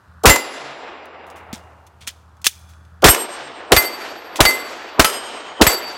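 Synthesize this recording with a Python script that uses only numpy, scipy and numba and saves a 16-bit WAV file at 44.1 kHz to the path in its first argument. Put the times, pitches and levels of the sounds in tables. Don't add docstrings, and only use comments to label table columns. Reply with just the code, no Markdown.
import sys
import numpy as np
from scipy import signal
from scipy.fft import rfft, irfft
from scipy.io import wavfile
from scipy.ndimage import uniform_filter1d
from numba import njit

SR = 44100
rng = np.random.default_rng(int(sys.argv[2]) if len(sys.argv) > 2 else 0)


def dump_mix(stems):
    frames = np.atleast_2d(stems).T
    limited = np.clip(frames, -1, 1)
    pcm = np.round(limited * 32767).astype(np.int16)
    wavfile.write(sys.argv[1], SR, pcm)


N = 263277


def amp(db):
    return 10 ** (np.asarray(db) / 20)


def add(out, start_s, piece):
    i = int(start_s * SR)
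    out[i:i + len(piece)] += piece[:len(out) - i]


def fade(t60_s, rise_s):
    t = np.arange(int(1.6 * t60_s * SR)) / SR
    return (1 - np.exp(-t / rise_s)) * np.exp(-np.log(1000) * t / t60_s)


def ring(hz, t60_s, rise_s, beat_hz=0, twin=0):
    turn = 2 * np.pi * np.arange(int(1.6 * t60_s * SR)) / SR
    return fade(t60_s, rise_s) * (np.sin(hz * turn) + twin * np.sin((hz + beat_hz) * turn))


def band(hz, octaves):
    away = np.log2(np.maximum(np.fft.rfftfreq(N, 1 / SR), 1) / hz) / octaves
    gain = np.cos(np.pi / 2 * np.clip(away, -1, 1))
    x = irfft(rfft(rng.standard_normal(N)) * gain, N)
    return x / x.std()


def walk(rate_hz):
    hold = int(SR / rate_hz)
    steps = np.repeat(rng.standard_normal(N // hold + 1), hold)
    return uniform_filter1d(steps, hold)[:N]


def along(table, hz):
    table_hz, *columns = np.transpose(table)
    return [np.interp(np.log(hz), np.log(table_hz), c) for c in columns]


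@njit
def follow(x, attack, release):
    e, out = 1e-6, np.empty(len(x))
    for i in range(len(x)):
        e += (abs(x[i]) - e) * (attack if abs(x[i]) > e else release)
        out[i] = e
    return out


# pitch_hz, density_db_per_hz
ROAD_SPECTRUM = [(18, -54.5), (45, -35), (84, -9.5), (239, -25.5), (374, -26), (600, -30.5), (801, -23.5),
                 (1130, -28), (1910, -37.5), (3580, -41.5), (16000, -55)]
# time_s, centre_hz, level_db
TYRE_DRIFT = [(0, 1350, -58), (0.298, 1304, -50.5), (1.599, 994, -61), (2.299, 1155, -57.5),
              (2.701, 1326, -58.5), (3.0, 1360, -58), (6, 1313, -69)]
WASH_DB = -55.5
TYRE_SPREAD_HZ, TYRE_OCTAVES = 70, 3.5


def road():
    wash = np.zeros(N)
    for hz in 35 * 2 ** np.arange(0, 9, .75):
        level_db = along(ROAD_SPECTRUM, hz)[0] + 1.5 * walk(5)
        wash += amp(level_db) * np.sqrt(hz) * band(hz, .75)
    time_s, centre_hz, tyre_db = np.transpose(TYRE_DRIFT)
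    t = np.arange(N) / SR
    carrier = np.sin(2 * np.pi * np.cumsum(np.interp(t, time_s, centre_hz)) / SR)
    tyres = band(TYRE_SPREAD_HZ, TYRE_OCTAVES) * np.sqrt(2) * carrier
    return wash / wash.std() * amp(WASH_DB) + tyres * amp(np.interp(t, time_s, tyre_db))


# time_s, level_db
ENGINE_LEVEL = [(0, -44.5), (1.501, -46.5), (2.399, -47), (2.799, -44.5), (4.2, -46.5), (6, -43)]
# pitch_hz, level_db, t60_s
EXHAUST_MODES = [(80.3, 0, 0.4), (119, -14, 0.45), (177, -14, 0.8)]
MEAN_FIRINGS_PER_S = 13.3


def engine():
    firings = np.cumsum(MEAN_FIRINGS_PER_S * (1 + 0.027 * walk(2.8))) / SR
    pulses = np.diff(np.floor(firings), prepend=0) * amp(1.9 * walk(8.3))
    pipe = np.zeros(SR)
    for hz, mode_db, t60_s in EXHAUST_MODES:
        add(pipe, 0, amp(mode_db) * ring(hz, t60_s, .01))
    x = signal.fftconvolve(pulses, pipe)[:N]
    return x / x.std() * amp(np.interp(np.arange(N) / SR, *np.transpose(ENGINE_LEVEL)))


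# start_s, level_db
KNOCKS = [(1.531, -17), (2.009, -47.5), (2.0756, -37), (2.4676, -32)]
KNOCK_HZ, KNOCK_T60_S = 225, .04


def grip_knocks():
    out = np.zeros(N)
    for start_s, level_db in KNOCKS:
        add(out, start_s, amp(level_db) * ring(KNOCK_HZ, KNOCK_T60_S, 0.00067))
    return out


# pitch_hz, level_db
SLIDE_MODES = [(2400, -4), (3413, 2.5), (5286, -7.5), (6250, -1), (7601, -11), (9324, -5), (10600, -5.5)]
# start_s, level_db, centre_hz, t60_s
CLICKS = [(1.056, -27.5, 8930, 0.02), (1.266, -42, 8100, 0.12), (1.301, -36.5, 6900, 0.066),
          (1.5286, -25, 4150, 0.14), (1.866, -40, 6020, 0.05), (2.0685, -29, 4900, 0.046),
          (2.074, -13.5, 4260, 0.069), (2.369, -46, 4880, 0.0097), (2.4157, -40, 6500, 0.06),
          (2.4436, -14, 4840, 0.14), (2.4587, -9.5, 5050, 0.019), (2.4664, 5, 5620, 0.044),
          (2.736, -44, 3080, 0.017), (2.85, -49, 3550, .029), (4.3579, -1, 3900, 0.098)]
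STRIKE_DB, STRIKE_T60_S = -16.5, 0.046
SLIDE_RING_DB, SLIDE_T60_S = -63, 1


def slide_rings():
    clanks, ringing = np.zeros((2, N))
    for start_s, level_db, centre_hz, _ in CLICKS:
        for hz, mode_db in SLIDE_MODES:
            strike_db = level_db + STRIKE_DB + mode_db - 3.0 * np.log2(hz / centre_hz) ** 2
            add(clanks, start_s, amp(strike_db) * ring(hz, STRIKE_T60_S, 0.00036, 0.023 * hz, 0.8))
        add(ringing, start_s, amp(level_db + SLIDE_RING_DB) * fade(SLIDE_T60_S, .002))
    return clanks + ringing * sum(amp(db) * band(hz, .04) for hz, db in SLIDE_MODES)


# start_s, level_db, centre_hz
RUSTLES = [(1.356, -29, 7100), (2.006, -24.5, 3420), (2.687, -36.5, 4970)]
# start_s, level_db, centre_hz
HISSES = [(0.2346, -11, 6220), (3.0207, -13, 4440)]
CLICK_RISE_S = 0.00027
RUSTLE_RISE_S, RUSTLE_T60_S = 0.018, .1
HISS_RISE_S, HISS_T60_S = 0.0024, 0.029


def grit_bursts():
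    out = np.zeros(N)
    grit = [(hz, band(hz, 1.1) * amp(3.0 * walk(500))) for hz in (350, 700, 1400, 2800, 5600, 11200)]
    grit += [(hz, amp(db - 9.5) * band(hz, 0.17)) for hz, db in SLIDE_MODES]
    events = [(s, db, hz, CLICK_RISE_S, t60_s) for s, db, hz, t60_s in CLICKS]
    events += [(*row, RUSTLE_RISE_S, RUSTLE_T60_S) for row in RUSTLES]
    events += [(*row, HISS_RISE_S, HISS_T60_S) for row in HISSES]
    for start_s, level_db, centre_hz, rise_s, t60_s in events:
        shape = np.zeros(N)
        add(shape, start_s, amp(level_db) / 3 * fade(t60_s, rise_s))
        add(shape, start_s, amp(level_db - 41) * fade(7.0 * t60_s, 0.028))
        out += shape * sum(g * amp(-4.0 * np.log2(hz / centre_hz) ** 2) for hz, g in grit)
    return out


A, B, C, D = range(4)
PLATE_PITCHES = [
    [2041, 2816, 4570, 4867, 6891, 7316, 8409, 10140, 11830, 13310, 14600],
    [1314, 2975, 3165, 5030, 5502, 6718, 7418, 8400, 8769, 10090, 11180, 11590, 12010, 13000, 13940, 14980],
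    [2058, 4585, 7735, 8430, 10200, 11300, 12330, 12670, 12805, 13020, 13360, 14730, 15420],
    [2062, 4603, 7720, 8419, 9200, 9800, 11290, 12320, 12820, 13390, 13880, 14840, 15430],
]
# centre_hit_db, rim_hit_db, t60_s, afterring_db, afterring_t60_s
PLATE_MODES = [
    [(-5, -5, 0.28, -35, 1.5), (-22.5, -22.5, 0.3, -20, 1.7), (-21, -22, 0.2, -27, 0.96),
     (-25, -25, 0.37, -17.5, 1.2), (-22.5, -21.5, .2, -41, .6), (-3, -3, 0.18, -36, 0.95),
     (-22, -22, .3, -39, .6), (-5, -5, 0.073, -29.5, 0.65), (-25, -25, 0.22, -43, .5),
     (-10.5, -10.5, 0.2, -44, .4), (-23, -23, .15, -38, .4)],
    [(-46.5, 18.5, 0.16, -49, .6), (-4, -23, 0.25, -8, 2.2), (-24, -17, .3, -8, 2.3),
     (-12.5, -13, 0.2, -9, 0.87), (-9, -28, .3, -44.5, .6), (-35, -16, .2, -14, 1.6),
     (-8, -28, 0.43, -13, 1.47), (3, -18, 0.41, -8, 1.07), (-50.5, -5, 0.66, -28, .6),
     (-2.5, -8.5, 0.24, -53.5, 0.44), (-48.5, -20, .15, -44, .5), (-4.5, -8, 0.33, -30, 0.73),
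     (-33, -27.5, .25, -38, .5), (6, -29.5, .24, -33, 0.46), (-27, -26, .12, -52.5, .4),
     (-19.5, -21, .15, -45, .4)],
    [(3, 1.5, 0.35, -32, 1.4), (14, -4.5, 0.12, -13.5, 1.08), (-10.5, -26, 0.53, -26.5, 0.87),
     (-31, 9, 0.3, -28, 1.3), (-34, -36, 0.36, -40, 0.94), (0.5, -37, 0.44, -57, 0.61),
     (-22, -30, .18, -16, .5), (-40.5, 26, 0.26, -49, .4), (-19, -14.5, 0.41, -13.5, 1.67),
     (-32, -6, 0.117, -42, .4), (-24, -22, 0.22, -38.5, .5), (-23, -18, 0.098, -45, .3),
     (-20, -19, 0.096, -44, .3)],
    [(3.5, 3, 0.11, -26, 1.1), (1.5, 1.5, 0.095, -11, 1.9), (6.5, 7, 0.12, -22, 0.56),
     (2, 2, 0.11, -30, 0.24), (-25, -28, 0.39, -6, 0.86), (-14, -14, 0.073, -18, .35),
     (-18, -15, 0.17, -30, .5), (3, -6, .1, -30, .4), (13, 12, 0.07, -22, 0.51), (-14, -14, 0.14, -30, .4),
     (-14, -14, .1, -30, .3), (-14, -14, .12, -30, .3), (-14, -14, .12, -30, .3)],
]
# start_s, plate, splash_db, ring_db, off_centre (0-1), detune_percent, afterring_db,
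# twin_share (negative = afterring starts in opposition), wobble_hz, first_swell_s (after the hit),
# wobble_db, input_swing_db
HITS = [(0.2947, A, 15.2, 20.2, .5, -0.022, 4.5, 0.23, 8.8, 0.017, 0.83, -6),
        (3.084, B, 15, 8.2, 0.084, 0.15, -14.5, -0.028, 8.4, 0.017, 7.7, -6),
        (3.7646, C, 13.6, 9.1, 0.64, 0.4, -3.5, 0.13, 12.6, 0.024, 5.3, -13.5),
        (4.452, C, 13.3, 13.9, 0.46, -0.16, -13, -0.034, 17.6, 0.04, 3.5, -24),
        (5.045, B, 12.5, 5.4, 0.81, -0.167, 7.9, 0.068, 9.4, 0.013, 3.9, -32),
        (5.667, D, 12.7, 6.7, .5, 0.032, -0.5, -0.79, 5, 0.073, 2.1, -13)]
BEAT_SHARE = .0016
ROCK_DB = 2.5


def plates():
    out, t = np.zeros(N), np.arange(2 * SR) / SR
    for start_s, plate, _, ring_db, rim, detune, free_db, twin, wobble_hz, first_s, wobble_db, _ in HITS:
        beam_db = wobble_db * np.cos(2 * np.pi * wobble_hz * (t - first_s))
        rim_share = np.clip(rim, 0, 1)
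        for hz, mode in zip(PLATE_PITCHES[plate], PLATE_MODES[plate]):
            centre_db, rim_db, t60_s, after_db, after_t60_s = mode
            pitch_hz, beat_hz = hz * (1 + detune / 100), BEAT_SHARE * hz
            sound = np.zeros(len(t))
            add(sound, 0, amp(after_db + free_db) * ring(pitch_hz, after_t60_s, .015, beat_hz, twin))
            sound *= amp(ROCK_DB * walk(25)[:len(t)])
            add(sound, 0, ring(pitch_hz, t60_s, 0.0083, beat_hz, abs(twin)))
            beam = amp(beam_db * min(hz / 5000, 1))
            mode_db = ring_db + centre_db + rim_share * (rim_db - centre_db)
            add(out, start_s, sound * beam * amp(mode_db))
    return out


# start_s, blast_db, blast_t60_s, bank_echo_db, far_boom_db, input_swing_db, warble_db
SHOTS = [(0.256, 17.5, 0.24, 19.5, -27.5, -1.5, 0), (3.0426, 39, 0.054, 19.5, -30, -5.5, -1.5),
         (3.7198, 30, 0.058, 12, -39, -12, -16), (4.4046, 39.5, 0.026, 13.5, -44, -10, -9.5),
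         (4.995, 42.5, 0.028, 11, -56, -14.5, -17), (5.6132, 35.5, 0.044, 12.5, -49, -12, -11)]
# delay_s (to the middle of the boom), pitch_hz, half_length_s
FAR_ECHO = (0.42, 138, 0.066)


def far_booms():
    out = np.zeros(N)
    delay_s, hz, half_s = FAR_ECHO
    t = np.arange(int(4 * half_s * SR)) / SR - 2 * half_s
    boom = np.exp(-(t / half_s) ** 4) * np.sin(2 * np.pi * hz * t)
    for start_s, *_, boom_db, _, _ in SHOTS:
        add(out, start_s + delay_s - 2 * half_s, amp(boom_db) * boom)
    return out


# pitch_hz, blast_db, splash_db, bank_db, bank_t60_s, woods_db, woods_t60_s
AIR_BANDS = [(39.8, -23, -18.5, -24.5, 0.12, -46.5, 1.8), (126.1, -23, -22.5, -48.5, 0.22, -51, 1.8),
             (327, -9.5, -17.5, -16.5, 0.5, -20, 1.54), (815, -9.5, -4.5, -11.5, 0.36, -15.5, 1.726),
             (2180, -13.5, -2, -7.5, 0.23, -16, 1.425), (3800, -8, -3.5, -16, 0.34, -16, 1.045),
             (7700, -20, -8.5, -6, 0.2, -18.5, 0.52), (14000, -21.5, -7, -16.5, 0.27, -29, 0.14)]
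SPLASH_T60_S = 0.061
BERM_DELAY_S, BERM_DB, BERM_T60_S = .103, -2, 0.025
WOODS_DB = 9
FAR_WOODS_DELAY_S, FAR_WOODS_DB, FAR_WOODS_RISE_S = 0.24, -7, 0.09
SLAP_DB, ROLL_DB = 4, 1.3


def blasts():
    out, slaps, rolls = np.zeros(N), walk(70), walk(12)
    for hz in 35 * 2 ** np.arange(0, 9, .5):
        blast_db, splash_db, bank_db, bank_t60_s, woods_db, woods_t60_s = along(AIR_BANDS, hz)
        trees_db = WOODS_DB + woods_db
        direct, banks, woods = np.zeros((3, N))
        for s, db, t60_s, echo_db, *_ in SHOTS:
            blast = amp(db + blast_db) * fade(t60_s, 0.000067)
            bank = amp(echo_db + bank_db) * fade(bank_t60_s, 0.0017)
            berm = amp(echo_db + BERM_DB + bank_db) * fade(BERM_T60_S, 0.0019)
            near_trees = amp(trees_db) * fade(woods_t60_s, 0.16)
            far_trees = amp(trees_db + FAR_WOODS_DB) * fade(woods_t60_s, FAR_WOODS_RISE_S)
            add(direct, s, blast ** 2)
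            add(direct, s + BERM_DELAY_S, berm ** 2)
            add(banks, s, bank ** 2)
            add(woods, s, near_trees ** 2)
            add(woods, s + FAR_WOODS_DELAY_S, far_trees ** 2)
        for s, _, db, *_ in HITS:
            add(direct, s, (amp(db + splash_db) * fade(SPLASH_T60_S, 0.00015)) ** 2)
            add(banks, s, (amp(db + bank_db) * fade(bank_t60_s, 0.047)) ** 2)
        bank_gain = amp(SLAP_DB * slaps)
        woods_gain = amp(2.3 * slaps + ROLL_DB * (rolls + 2 * walk(25)))
        out += np.sqrt(direct + banks * bank_gain + woods * woods_gain) * band(hz, 0.55)
    return out + far_booms()


def scene():
    small_sounds = grip_knocks() + slide_rings() + grit_bursts()
    return (road() + engine() + small_sounds + plates() + blasts())[None]


WARBLE_HZ, WARBLE_LEAD_S = 555, 0.023


def warble():
    swell = np.zeros(N)
    ramp = np.linspace(0, 1, int(WARBLE_LEAD_S * SR)) ** 1.9
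    for start_s, *_, level_db in SHOTS:
        add(swell, start_s - WARBLE_LEAD_S, amp(level_db) * ramp)
    return swell * band(WARBLE_HZ, 1.67)


SWING_END_HZ, SWING_S, SWING_GLIDE_S, SWING_RISE_S = 32, 0.019, 0.0074, 0.0028


def swing(start_hz):
    t = np.arange(int(3 * SWING_S * SR)) / SR
    hz = SWING_END_HZ + (start_hz - SWING_END_HZ) * np.exp(-t / SWING_GLIDE_S)
    envelope = (1 - np.exp(-t / SWING_RISE_S)) * np.exp(-(t / SWING_S) ** 2)
    return envelope * np.sin(2 * np.pi * np.cumsum(hz) / SR)


# delay_s, start_hz
BLAST_SWING = (0.011, 150)
# delay_s, start_hz
HIT_SWING = (.0012, 210)
THUMP_HZ, THUMP_T60_S, THUMP_DB = 190, 0.07, 0
GAIN_ATTACK_S, GAIN_RELEASE_S = .3, .12
BASS_CUT_HZ, TOP_HZ = 55, 16000


def record(dry):
    level = follow(dry[0], 1 / (GAIN_ATTACK_S * SR), 1 / (GAIN_RELEASE_S * SR))
    level_db = 20 * np.log10(level)
    bass_cut = signal.butter(2, BASS_CUT_HZ, "high", fs=SR, output="sos")
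    duck_db = np.clip(0.76 * (level_db + 38.5), 0, 22)
    x = signal.sosfilt(bass_cut, dry[0]) * amp(-duck_db)
    x = np.clip(x + warble(), -.95, .95)
    delay_s, start_hz = BLAST_SWING
    for s, *_, swing_db, _ in SHOTS:
        add(x, s, amp(swing_db + THUMP_DB) * ring(THUMP_HZ, THUMP_T60_S, 0.0013))
        add(x, s + delay_s, amp(swing_db) * swing(start_hz))
    delay_s, start_hz = HIT_SWING
    for s, *_, swing_db in HITS:
        add(x, s + delay_s, amp(swing_db) * swing(start_hz))
    x = np.clip(x, -.88, .88)
    top_cut = signal.ellip(12, .2, 90, TOP_HZ, fs=SR, output="sos")
    return signal.sosfilt(top_cut, x)[None]


dry = scene()
out = record(dry)
dump_mix(out)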